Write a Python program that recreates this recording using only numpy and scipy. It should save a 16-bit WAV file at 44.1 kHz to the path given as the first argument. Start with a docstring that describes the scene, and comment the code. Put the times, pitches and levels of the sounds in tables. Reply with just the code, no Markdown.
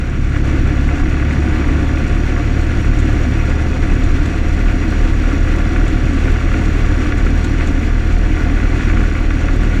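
"""An old four-cylinder car drones along an open road, heard from just behind the bonnet, slowly gaining speed.
The crank shakes the body and the exhaust drones; a belt-driven fan hums, valves clatter, gears sizzle
and a loose bearing knocks once a turn. Tyres drum through the body, wind buffets, grit ticks on the wings.
Early on a car passes the other way; near the end the tarmac turns smoother."""
import sys
import numpy as np
from scipy import signal
from scipy.fft import rfft, irfft, next_fast_len
from scipy.io import wavfile
from scipy.ndimage import uniform_filter1d, minimum_filter1d, map_coordinates

SR = 44100
rng = np.random.default_rng(int(sys.argv[2]) if len(sys.argv) > 2 else 0)


def persist_wave(psi):
    """Save psi, clipped to +-1, as 16-bit WAV."""
    counts = np.round(np.clip(psi, -1, 1) * 32767).astype(np.int16)
    wavfile.write(sys.argv[1], SR, np.atleast_2d(counts).T)


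N = 432180

# Each row: time in seconds, crank speed in Hz.
CRANK_SPEED = [(0, 34.78), (0.6, 35.08), (1.5, 35.98), (2.5, 36.83), (3.5, 37.36), (5, 38.07), (6.5, 38.59),
               (8, 38.93), (9.8, 39.16)]
# Each row: multiple of crank speed, level at cruise in dB, rise in dB per Hz of crank speed,
# flutter in dB, phase drift in radians.
ENGINE_ORDERS = [(1, -18.5, 1.27, 1.1, 0.096), (2, -18, -.5, 0.67, .03), (2.5, -42.5, -1.5, 1.5, 0.22),
                 (3, -30.5, .8, -0.4, 0.058), (3.5, -37.5, -2, 4, .2), (4, -33, -4, -0.5, 0.091),
                 (5, -36.5, -0.5, 1, 0.16), (6.5, -40, 1.5, 1.5, 0.27)]
# Resonances the orders climb through. Each row: centre in Hz, half width in Hz, boost in dB.
BOOMS = [(105.2, 1.6, 8), (111, 1.7, 8)]
# Each row: start in seconds, end in seconds, drop in effort in dB.
THROTTLE_EASES = [(0, 0.26, 4), (7.82, 8.202, 1.15)]
# Each row: multiple of fan speed, level in dB before the bonnet resonance.
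FAN_TONES = [(1, -29.5), (2, -40), (4, -50), (6, -58)]
# Single impacts. Each row: time in seconds, relative level in dB.
HARD_KNOCKS = [(0.36, -17), (1.6831, -18), (2.361, -17.5), (3.896, -21), (7.1202, -14), (7.6072, -15),
               (8.8957, -15.5), (8.9693, -16), (9.1501, -17), (9.305, -15), (9.4827, -14.5)]
GRIT_HITS = [(2.0772, -34), (2.987, -28), (2.9996, -30), (4.0384, -31), (4.2567, -30), (5.879, -31),
             (6.6553, -32), (7.1784, -31), (7.4435, -25), (7.672, -29), (9.4105, -34)]
# Bearing fits and rough road. Each row: centre in seconds, half length in seconds, gain in dB.
BEARING_FITS = [(1.1, 0.35, 5.5), (1.65, 0.12, 5.5), (5.75, 0.18, 7), (6.248, .15, 3), (6.545, 0.057, 10),
                (7.198, 0.11, 2.5), (8.65, 0.35, 5), (9.3, 0.072, -2)]
ROAD_BUMPS = [(1.45, 0.23, 1.3), (3, 0.11, 2.5), (6.6, 0.059, 2.5), (7.33, .05, 1.5), (7.65, 0.045, 3),
              (8.934, 0.066, 5)]
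# Resonances of the parts. Each row: centre in Hz, width in Hz, gain in dB.
BONNET_MODES = [(424.3, 35, 0), (513, 114, -1.5), (709, 76, -1), (910.5, 50, -6.5)]
BLOCK_MODES = [(1164, 113, 2.5), (1445, 210, 4), (1689, 112, 3), (1999, 270, 1), (2287, 92, 1),
               (2453, 290, -3), (3434, 270, -15.5)]
STEEL_MODES = [(3423, 310, 0.5), (4140, 125, -1), (4317, 280, -1), (4850, 180, -4.5), (5740, 214, 1.5),
               (6420, 280, -11), (6770, 270, -2.5), (7260, 170, -12), (7600, 490, -16), (9600, 1200, -20.5)]
TRIM_MODES = [(12900, 700, -2), (13900, 700, -12)]
# Noise colours. Each row: frequency in Hz, relative density in dB.
BODY_SPECTRUM = [(30, -31), (55, 1.5), (90, 2), (130, -0.5), (175, -2.5), (215, -3), (260, 3), (310, 2),
                 (345, -3), (400, -12), (470, -23.5), (700, -22)]
BUFFET_SPECTRUM = [(12, -32), (19, -11), (25, -1), (30, 0), (35, -2), (44, -10), (56, -20), (90, -45)]
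AIRSTREAM_SPECTRUM = [(200, -19), (500, 1), (800, -8), (1000, -7.5), (1500, 0), (2200, -3), (2800, -6),
                      (3200, -12.5), (5000, -20.5), (6300, -20), (7500, -22.5), (8700, -30.5),
                      (11500, -41.5), (14000, -42), (15000, -48)]
SPRAY_SPECTRUM = [(1500, -15), (3500, 10), (5000, -1), (7200, 6), (9500, -10), (12000, -16), (14000, -20),
                  (15000, -28)]
PATTER_SPECTRUM = [(4000, -20), (7500, 4.5), (10000, -8), (13000, -14.5), (15000, -21)]
ONCOMING_SPECTRUM = [(300, -10), (800, 2), (1400, 0), (2500, -8), (5000, -27)]

CRUISE_HZ, FAN_PER_CRANK_TURN = 37, 11 / 4
DRONE_SHARE, BODY_SHARE, HISS_SHARE = 0.62, 0.86, 0.77  # dB per dB of effort


def drone(crank_hz, turns, effort_db):
    """The crank shakes once a turn, two cylinders fire per turn; unequal cylinders add half orders."""
    total = np.zeros(N)
    for order, cruise_db, db_per_hz, flutter_db, drift_rad in ENGINE_ORDERS:
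        level_db = at_speed(crank_hz, cruise_db, db_per_hz) + swell(order * crank_hz, BOOMS)
        total += amp(level_db) * tone(order * turns, flutter_db, drift_rad)
    return amp(DRONE_SHARE * effort_db) * total


def fan(turns):
    """The belt spins the fan faster than the crank; tones swell as they climb into a bonnet resonance."""
    fan_turns = FAN_PER_CRANK_TURN * turns
    hum = sum(amp(db) * tone(k * fan_turns, flutter_db=1.5, drift_rad=0.26) for k, db in FAN_TONES)
    return hum + amp(6) * ring(hum, BONNET_MODES)


def clatter(turns, clatter_db):
    """Valves tap four times a turn, a loose bearing once, harder in fits; block and bonnet ring."""
    valves = unit(contacts(4 * turns, scatter_db=3.5, jitter_s=0.0012, t60_s=0.021))
    bearing_db = -6 + swell(np.arange(N) / SR, BEARING_FITS)
    bearing = amp(bearing_db) * unit(contacts(turns, scatter_db=3.5, jitter_s=0.0014, t60_s=0.022))
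    block = amp(clatter_db - 1.6 + 0.9 * wobble(18)) * unit(ring(valves + bearing, BLOCK_MODES))
    bonnet = amp(clatter_db - 3.5) * unit(ring(valves + amp(-8) * bearing, BONNET_MODES))
    return block + bonnet


def hard_knocks():
    """The bearing takes up all its play at once: a sharp blow and a short rattle ring the block."""
    times_s, db = np.transpose(HARD_KNOCKS)
    onsets_s = times_s + 0.001
    blow = strikes(onsets_s, amp(db), t60_s=0.0002)
    rattle = 0.04 * strikes(onsets_s, amp(db), t60_s=0.026) * rng.standard_normal(N)
    blow_peak = np.abs(ring(blow, BLOCK_MODES)).max()
    return amp(db.max() + 2) * ring(blow + rattle, BLOCK_MODES) / blow_peak


def gears(turns, hiss_db):
    """Timing gears sizzle in steel parts, swelling once a turn; tappets tick and thin trim buzzes."""
    mesh_db = 2.4 * np.sin(2 * np.pi * (turns - 0.3))
    mesh = unit(ring(amp(mesh_db) * rng.standard_normal(N), STEEL_MODES))
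    tappet_hits = contacts(2 * turns + 0.3, scatter_db=6, jitter_s=0.0015, t60_s=0.025)
    trim_hits = contacts(2 * turns, scatter_db=6, jitter_s=0.004, t60_s=0.04)
    tappets = unit(ring(tappet_hits, STEEL_MODES))
    trim = unit(ring(trim_hits, TRIM_MODES))
    return amp(hiss_db) * (amp(-3.5) * mesh + amp(-8) * tappets + amp(-27) * trim)


def body_drumming(body_db):
    """Tyres and engine drum through the body panels."""
    return amp(body_db + 3 + 0.93 * wobble(25)) * noise(BODY_SPECTRUM)


def wind(buffet_db, hiss_db):
    """Eddies thump the microphone; the airstream rushes past the screen."""
    buffet = amp(buffet_db + 1.7 * wobble(6)) * noise(BUFFET_SPECTRUM)
    rush = amp(hiss_db + 10.5 + 1.34 * wobble(30)) * noise(AIRSTREAM_SPECTRUM)
    return buffet + rush


def grit(hiss_db, grains=700):
    """Tyres fling grit at the wings: a few loud sprays over a fine patter."""
    times_s, db = np.transpose(GRIT_HITS)
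    sprays = amp(-3) * uniform_filter1d(strikes(times_s, amp(db), t60_s=0.055), size=300)
    when, softness = rng.random((grains, 2)).T
    patter = amp(hiss_db - 2) * strikes(when * N / SR, amp(-12 * np.sqrt(softness)), t60_s=0.019)
    return sprays * noise(SPRAY_SPECTRUM) + patter * noise(PATTER_SPECTRUM)


def oncoming_car(abreast_s=1.63, abreast_db=-34, closing_m_per_s=31, across_m=3.8):
    """Tyre noise from the other lane swells and fades as 1 / distance."""
    along_m = closing_m_per_s * (np.arange(N) / SR - abreast_s)
    return amp(abreast_db) * across_m / np.hypot(along_m, across_m) * noise(ONCOMING_SPECTRUM)


def effort(t, pedal_s=0.22):
    """Engine effort in dB: 0, dipping while the throttle is eased."""
    return -sum(db * np.interp(t, [start - pedal_s, start, end, end + pedal_s], [0, 1, 1, 0])
                for start, end, db in THROTTLE_EASES)


def at_speed(crank_hz, cruise_db, db_per_hz):
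    """Level in dB, linear in crank speed."""
    return cruise_db + db_per_hz * (crank_hz - CRUISE_HZ)


def swell(x, rows):
    """Sum of bell curves along x, in dB."""
    return sum(db * np.exp(-((x - centre) / half_width) ** 2) for centre, half_width, db in rows)


def tone(turns, flutter_db, drift_rad):
    """Sine of rms 1, wavering in level and phase."""
    envelope = amp(flutter_db * wobble(8.3))
    phase_rad = 2 * np.pi * (turns + rng.random()) + drift_rad * wobble(7)
    return unit(envelope * np.sin(phase_rad))


def contacts(turns, scatter_db, jitter_s, t60_s):
    """A noise burst at each whole turn, uneven in size and timing."""
    times_s = np.interp(np.arange(1, int(turns[-1])), turns, np.arange(N) / SR)
    size, late = rng.uniform(-1, 1, (len(times_s), 2)).T
    return strikes(times_s + jitter_s * late, amp(scatter_db * size), t60_s) * rng.standard_normal(N)


def strikes(times_s, sizes, t60_s):
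    """Envelope that jumps at each time and decays."""
    onsets = np.clip(times_s * SR, 0, N - 1).astype(int)
    decay = amp(-60 * np.arange(SR // 8) / SR / t60_s)
    return signal.fftconvolve(np.bincount(onsets, sizes, N), decay)[:N]


def ring(x, modes):
    """x through parallel resonances with steep skirts."""
    def bandpass(hz, centre_hz, width_hz):
        return 1j * hz * width_hz / (centre_hz ** 2 - hz ** 2 + 1j * hz * width_hz)
    return filtered(x, lambda hz: sum(amp(db) * bandpass(hz, *band) ** 2 for *band, db in modes))


def noise(spectrum):
    """Coloured noise of rms 1."""
    knots_hz, db = np.transpose(spectrum)

    def colour(hz):
        return amp(np.interp(np.log(hz + 1), np.log(knots_hz), db, left=-120, right=-120))
    return unit(filtered(rng.standard_normal(N), colour))


def filtered(x, response):
    """x through a complex frequency response."""
    size = next_fast_len(N + SR // 2)
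    return irfft(rfft(x, size) * response(np.fft.rfftfreq(size, 1 / SR)), size)[:N]


def wobble(rate_hz):
    """Smooth random curve, rate_hz knots a second."""
    knots = rng.standard_normal(int(N * rate_hz / SR) + 4)
    return map_coordinates(knots, [np.arange(N) * rate_hz / SR])


def amp(db):
    return 10 ** (np.asarray(db) / 20)


def unit(x):
    return x / np.sqrt(np.mean(x ** 2) + 1e-20)


def scene():
    """Crank speed paces the engine; speed, effort and road surface set the layer levels."""
    t = np.arange(N) / SR
    crank_hz = np.interp(t, *np.transpose(CRANK_SPEED))
    turns = np.cumsum(crank_hz) / SR
    effort_db = effort(t)
    smoother_db = np.interp(t, [7.7, 7.887], [0, -1])  # onto smoother tarmac
    body_db = at_speed(crank_hz, cruise_db=-23.5, db_per_hz=-0.11) + BODY_SHARE * effort_db
    body_db += swell(t, ROAD_BUMPS) + smoother_db
    hiss_db = at_speed(crank_hz, cruise_db=-43, db_per_hz=0.37) + HISS_SHARE * effort_db
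    hiss_db += 0.84 * smoother_db
    clatter_db = at_speed(crank_hz, cruise_db=-30.5, db_per_hz=-0.05) + effort_db
    buffet_db = at_speed(crank_hz, cruise_db=-19, db_per_hz=0.42)
    hum = drone(crank_hz, turns, effort_db) + fan(turns)
    metal = clatter(turns, clatter_db) + hard_knocks() + gears(turns, hiss_db)
    outside = body_drumming(body_db) + wind(buffet_db, hiss_db) + grit(hiss_db) + oncoming_car()
    return (hum + metal + outside)[None]


def record(dry):
    """A limiter ducks the tallest peaks; a low-pass cuts the top treble."""
    ceiling, top_hz = 0.8, 15100
    x = dry[0]
    needed_gain = ceiling / np.maximum(np.abs(x), ceiling)
    gain = uniform_filter1d(minimum_filter1d(needed_gain, size=1200), size=1000)
    return filtered(x * gain, lambda hz: hz < top_hz)[None]


dry = scene()
out = record(dry)
persist_wave(out)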